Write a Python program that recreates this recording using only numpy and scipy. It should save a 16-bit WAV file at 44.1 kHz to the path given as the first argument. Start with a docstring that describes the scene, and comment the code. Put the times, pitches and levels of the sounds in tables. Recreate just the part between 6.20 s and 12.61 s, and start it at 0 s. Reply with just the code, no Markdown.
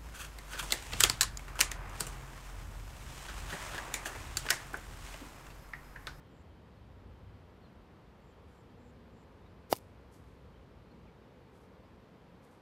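"""A mallet cracks against a wooden ball: the sudden push sends out a pulse and the wood rings briefly.
The ground thumps, and the swing tears through the lawn; ball and mallet also brush the grass lightly.
A small bird gives a high, buzzy trill of quick falling notes; far birds chirp and crickets sing faintly.
Underneath, a light breeze rumbles and distant traffic hums."""
import sys
import numpy as np
from scipy.fft import rfft, irfft, next_fast_len
from scipy.io import wavfile
from scipy.ndimage import map_coordinates

SR = 44100
rng = np.random.default_rng(int(sys.argv[2]) if len(sys.argv) > 2 else 0)


def dump(signal):
    """Clip the signal to [-1, 1] and save it as 16-bit WAV at the path in sys.argv[1]."""
    limited = np.clip(np.atleast_2d(signal).T, -1, 1)
    pcm = np.round(limited * 32767).astype(np.int16)
    wavfile.write(sys.argv[1], SR, pcm)


N = 282681

HIT_S = 3.5271  # when the mallet meets the ball
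# the bright tone of cracking wood and stalks: (frequency [Hz], relative level [dB])
CRACK_TONE = [(800, -27), (2500, -0.5), (5000, -1.5), (7000, -6), (9500, 1), (15000, -4.5), (16000, -5)]


def strike(push_db=-10, push_hz=660, tick_db=-19, tick_s=.00037, scatter_db=-30, scatter_t60=.015):
    """The sudden push on the ball sends out one swing of air pressure; the wood cracks and rings."""
    # the tone of the noise that widens the crack: (frequency [Hz], relative level [dB])
    width_tone = [(120, -25), (350, 8), (1100, 2), (1500, -6), (2400, -6), (4100, 4), (4800, -28)]
    t = clock() - HIT_S
    cycles = (t - .00119) * push_hz  # counted from the middle of the contact
    push = -np.cos(2 * np.pi * cycles) * np.exp(-(cycles / .6) ** 2)
    # the first touch is a hard tick
    touch = (t >= 0) * np.exp(-(t / tick_s) ** 2)
    tick = noise(CRACK_TONE) * touch
    tick *= np.linalg.norm(touch) / np.linalg.norm(tick)
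    # a brief noise, opposite in the two ears, widens the crack
    width = amp(-2) * noise(width_tone) * np.array([[1], [-1]])
    scatter = (noise(CRACK_TONE) + width) * dying(HIT_S, scatter_t60)
    return amp(push_db) * push + wood_ring() + amp(tick_db) * tick + amp(scatter_db) * scatter


def wood_ring(build_s=.002):
    """Mallet and ball ring with many short tones, which build up while the two still touch."""
    # the tones of the wood: (frequency [Hz], level [dB], time to fade by 60 dB [s])
    wood_tones = [(400, -12.0, 0.012), (810, -37.8, 0.044), (1020, -34.3, 0.05), (1240, -14.0, 0.01),
                  (1770, -19.3, 0.007), (2040, -17.0, 0.009), (2400, -34.2, 0.02), (2860, -19.1, 0.013),
                  (3640, -27.5, 0.012), (4230, -21.3, 0.01), (4680, -25.3, 0.018), (5010, -32.3, 0.019),
                  (5220, -30.1, 0.018), (5750, -23.6, 0.012), (7100, -28.9, 0.011), (8330, -24.6, 0.007),
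                  (11500, -28.5, 0.007), (14790, -20.1, 0.007)]
    age = np.clip(clock() - HIT_S, 0, .5)
    ring = sum((-1) ** k * amp(db - 60 * age / t60) * np.sin(2 * np.pi * hz * age)
               for k, (hz, db, t60) in enumerate(wood_tones))
    return ring * (1 - np.exp(-age / build_s))


def thump(pitch_hz=113, level_db=-31, t60=.045):
    """The ground takes the blow with one short, low thump."""
    return amp(level_db) * dying(HIT_S, t60) * np.sin(2 * np.pi * pitch_hz * (clock() - HIT_S))


def swing(enter_s=3.496, in_grass_s=.097, rub_db=-55, tuft_db=-41.5, rise_s=.016, fall_s=.0099):
    """The mallet rubs harder the deeper it dips into the grass, and hardest in the tuft at the ball."""
    # the tone of the swish: (frequency [Hz], relative level [dB])
    swish_tone = [(150, -1), (400, 15), (1000, -4.5), (2000, -5.5), (5000, -2), (9000, -3.5), (14500, -1),
                  (16000, -10)]
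    t = clock() - HIT_S
    rub = np.sqrt(np.abs(arch(enter_s, in_grass_s)))
    tuft = np.exp(-(t / np.where(t < 0, rise_s, fall_s)) ** 2)
    loudness = amp(rub_db) * rub + amp(tuft_db) * tuft
    return loudness * rustle(swish_tone, flicks_per_s=3000, flick_share=.5)


def stalk_snaps(t60=.009):
    """Grass stalks snap as the swing tears through them."""
    # the snaps: (time [s], level [dB])
    snaps = [(3.5543, -40.5), (3.564, -42), (3.570, -45), (3.586, -52)]
    return sum(amp(db) * dying(s, t60) for s, db in snaps) * noise(CRACK_TONE)


def grass_brushes():
    """Ball and mallet brush the grass lightly; each rustle swells and dies away."""
    # the touches: (peak time [s], level [dB], rise time [s], fall time [s])
    brushes = [(2.35, -83, .1, 0.1), (3.6, -76, .02, 0.086), (3.945, -69.5, .024, 0.045),
               (4.09, -84.5, 0.055, 0.14), (5.37, -78.5, 0.039, .04), (5.43, -82, .02, 0.045),
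               (6.25, -75.5, 0.026, .04), (6.32, -81.5, 0.016, 0.089)]
    # the tone of the brushed blades: (frequency [Hz], relative level [dB])
    blade_tone = [(1000, -22.5), (3500, -4), (5000, 0.5), (8000, 1), (12500, -1.5), (13500, -10),
                  (14300, -31)]
    t = clock()
    loudness = sum(amp(db) * np.exp(-np.where(t < s, ((t - s) / rise) ** 2, np.abs(t - s) / fall))
                   for s, db, rise, fall in brushes)
    return loudness * rustle(blade_tone, flicks_per_s=690, flick_share=.39)


def rustle(tone, flicks_per_s, flick_share):
    """Many grass blades flick at random, over the smooth hiss of their rubbing."""
    flicks = unit((rng.random(N) < flicks_per_s / SR) * rng.standard_normal(N))
    rubbing = rng.standard_normal(N)
    return colour(np.sqrt(flick_share) * flicks + np.sqrt(1 - flick_share) * rubbing, tone)


def high_trill(centre_hz=7350, notes_per_s=145, drop_hz=2000):
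    """A small bird sings high, buzzy trills of quick falling notes; each trill swells and stops short."""
    # the trills: (end time [s], length [s], level [dB])
    trills = [(.225, .14, -82), (2.125, .12, -83), (2.42, .13, -83), (2.713, .14, -81), (3.04, .13, -82)]
    t = clock()
    swell = sum(amp(db) * (t < end) * np.sqrt(np.clip((t - end) / length + 1, 0, 1))
                for end, length, db in trills)
    progress = (notes_per_s * t + .1 * wobble(12)) % 1  # runs from 0 to 1 in each note
    pitch = centre_hz + drop_hz * (.5 - progress) + 120 * wobble(600)
    return swell * unit(np.sin(np.pi * progress) ** 2 * np.sin(2 * np.pi * np.cumsum(pitch) / SR))


def crickets(centre_hz=3130, start_db=-85, fade_db_per_s=2.5, swell_db=3):
    """A faint, far chorus comes and goes as it fades."""
    level_db = start_db - fade_db_per_s * clock() + swell_db * wobble(8)
    return amp(level_db) * narrow(centre_hz, width_hz=170)


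def birds(waver_hz=100):
    """Birds give short gliding whistles, blurred by the trees."""
    # the chirps: (start time [s], length [s], first pitch [Hz], last pitch [Hz], level [dB])
    chirps = [(.56, .04, 4570, 4000, -77), (1.41, 0.086, 4450, 4000, -73), (1.443, .03, 4150, 3100, -74),
              (3.25, .04, 3830, 3670, -74), (4.333, .04, 3064, 3130, -71.5),
              (4.697, 0.037, 4020, 4450, -73), (4.857, 0.053, 2650, 2080, -69),
              (5.64, .03, 5100, 4950, -81)]
    out = np.zeros(N)
    waver = waver_hz * wobble(250)
    for start, length, first_hz, last_hz, db in chirps:
        progress = np.clip((clock() - start) / length, 0, 1)
        pitch = first_hz + (last_hz - first_hz) * progress + waver
        out += amp(db) * arch(start, length) * np.sin(2 * np.pi * np.cumsum(pitch) / SR)
    return out


def breeze(steady_db=-60, lull_from_s=4.5, lull_db_per_s=4, flutter_db=.5):
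    """The wind's low rumble swells with each gust and dies down near the end."""
    # the gusts: (peak time [s], half length [s], boost [dB])
    gusts = [(.3, .2, 2.5), (.91, .28, 7), (3.22, .12, 2.5), (4.05, .3, 2.5), (4.89, .09, 3.5)]
    # the tone of the wind: (frequency [Hz], relative level [dB])
    rumble_tone = [(15, -46), (25, -28), (45, -6), (65, 2), (100, -1), (140, -13), (220, -26), (400, -44),
                   (900, -120)]
    t = clock()
    gust_db = sum(db * np.exp(-((t - s) / half) ** 2) for s, half, db in gusts)
    lull_db = lull_db_per_s * np.maximum(t - lull_from_s, 0)
    return amp(steady_db + gust_db - lull_db + flutter_db * wobble(7)) * noise(rumble_tone)


def traffic(wash_db=-59, hum_hz=179.8, hum_db=-70.5, drone_hz=477, drone_db=-69.5):
    """Far roads make a steady wash of noise over a low engine hum; a drone joins them."""
    # the tone of the roads: (frequency [Hz], relative level [dB])
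    road_tone = [(50, -24), (120, 4.5), (190, 4), (320, -1), (490, -1.5), (680, -7), (950, -6.5),
                 (1500, -13), (3100, -21), (4700, -26.5), (6200, -33.5), (9000, -38.5), (13500, -40.5),
                 (13900, -55)]
    fade_in = np.clip((clock() - 1.82) / .39, 0, 1)  # starts at 1.82 s and takes 0.39 s
    drone = amp(drone_db) * fade_in * narrow(drone_hz, width_hz=89)
    wash = amp(wash_db) * noise(road_tone)
    hum = amp(hum_db) * narrow(hum_hz, width_hz=9)
    return wash + hum + drone


def engine(sag_hz_per_s=52, waver_hz=1.49, flutter_db=1, octave_db=-11):
    """One far engine swells and fades; its pitch sags as it slows through each surge."""
    # the surges: (start time [s], length [s], first pitch [Hz], level [dB])
    surges = [(0, .3, 266, -68), (.7, .45, 242, -70), (2.35, .8, 261, -63.3), (3.55, .3, 244, -67),
              (3.93, .32, 257, -67), (4.57, .33, 247, -65)]
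    t, out = clock(), np.zeros(N)
    waver = waver_hz * wobble(20)
    for start, length, hz, db in surges:
        pitch = hz - sag_hz_per_s * (t - start) + waver
        phase = 2 * np.pi * np.cumsum(pitch) / SR
        out += amp(db) * arch(start, length) * unit(np.sin(phase) + amp(octave_db) * np.sin(2 * phase))
    return out * amp(flutter_db * wobble(9))


def town_spread(level_db=-79):
    """Low town noise, opposite in the two ears, makes the background a little wider."""
    # the tone of what the ears do not share: (frequency [Hz], relative level [dB])
    spread_tone = [(25, -6.5), (65, 11.5), (160, 0.5), (450, 4), (600, -14.5), (850, -58), (2000, -31.5)]
    spread = amp(level_db) * noise(spread_tone)
    return np.array([spread, -spread])


def amp(db):
    """Turn decibels into a number to multiply by."""
    return 10 ** (np.asarray(db) / 20)


def unit(x):
    """Scale a sound to an average strength (rms) of 1."""
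    return x / np.sqrt(np.mean(x ** 2) + 1e-20)


def clock():
    """The time of each sample, in seconds."""
    return np.arange(N) / SR


def wobble(rate):
    """A smooth curve through `rate` random values a second."""
    return map_coordinates(rng.standard_normal(int(N * rate / SR) + 4), [clock() * rate])


def dying(start, t60):
    """A curve that jumps to 1, then fades by 60 dB every t60 seconds."""
    t = clock() - start
    return (t >= 0) * np.exp(-np.log(1000) * np.abs(t) / t60)


def arch(start, length):
    """A rounded curve that rises from 0 to 1 and returns to 0."""
    return np.sin(np.pi * np.clip((clock() - start) / length, 0, 1))


def filtered(x, response):
    """Turn each frequency of a sound up or down by response(hz)."""
    size = next_fast_len(N + SR // 2)
    return irfft(rfft(x, size) * response(np.fft.rfftfreq(size, 1 / SR)), size)[..., :N]


def colour(x, tone):
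    """Shape a sound with a tone table, at strength 1."""
    freqs, db = np.transpose(tone)
    return unit(filtered(x, lambda hz: amp(np.interp(np.log(hz + 1), np.log(freqs), db))))


def noise(tone):
    """Noise with the given tone, at strength 1."""
    return colour(rng.standard_normal(N), tone)


def narrow(centre_hz, width_hz):
    """Noise gathered around one pitch, at strength 1."""
    return unit(filtered(rng.standard_normal(N), lambda hz: np.exp(-((hz - centre_hz) / width_hz) ** 2)))


def scene():
    """The sources sit near the centre, a little louder on the left."""
    mallet = strike() + thump() + swing() + stalk_snaps() + grass_brushes()
    background = high_trill() + crickets() + birds() + breeze() + traffic() + engine()
    return (mallet + background) * amp([[.2], [-.2]]) + town_spread()


def record(dry, whine_hz=13470, whine_db=-95.5, top_hz=15850):
    """Add a faint high whine and cut off the very highest treble."""
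    whine = amp(whine_db) * narrow(whine_hz, width_hz=146)
    return filtered(dry + whine, lambda hz: np.clip((top_hz - hz) / 400 + .5, 0, 1))


dry = scene()
out = record(dry)
dump(out)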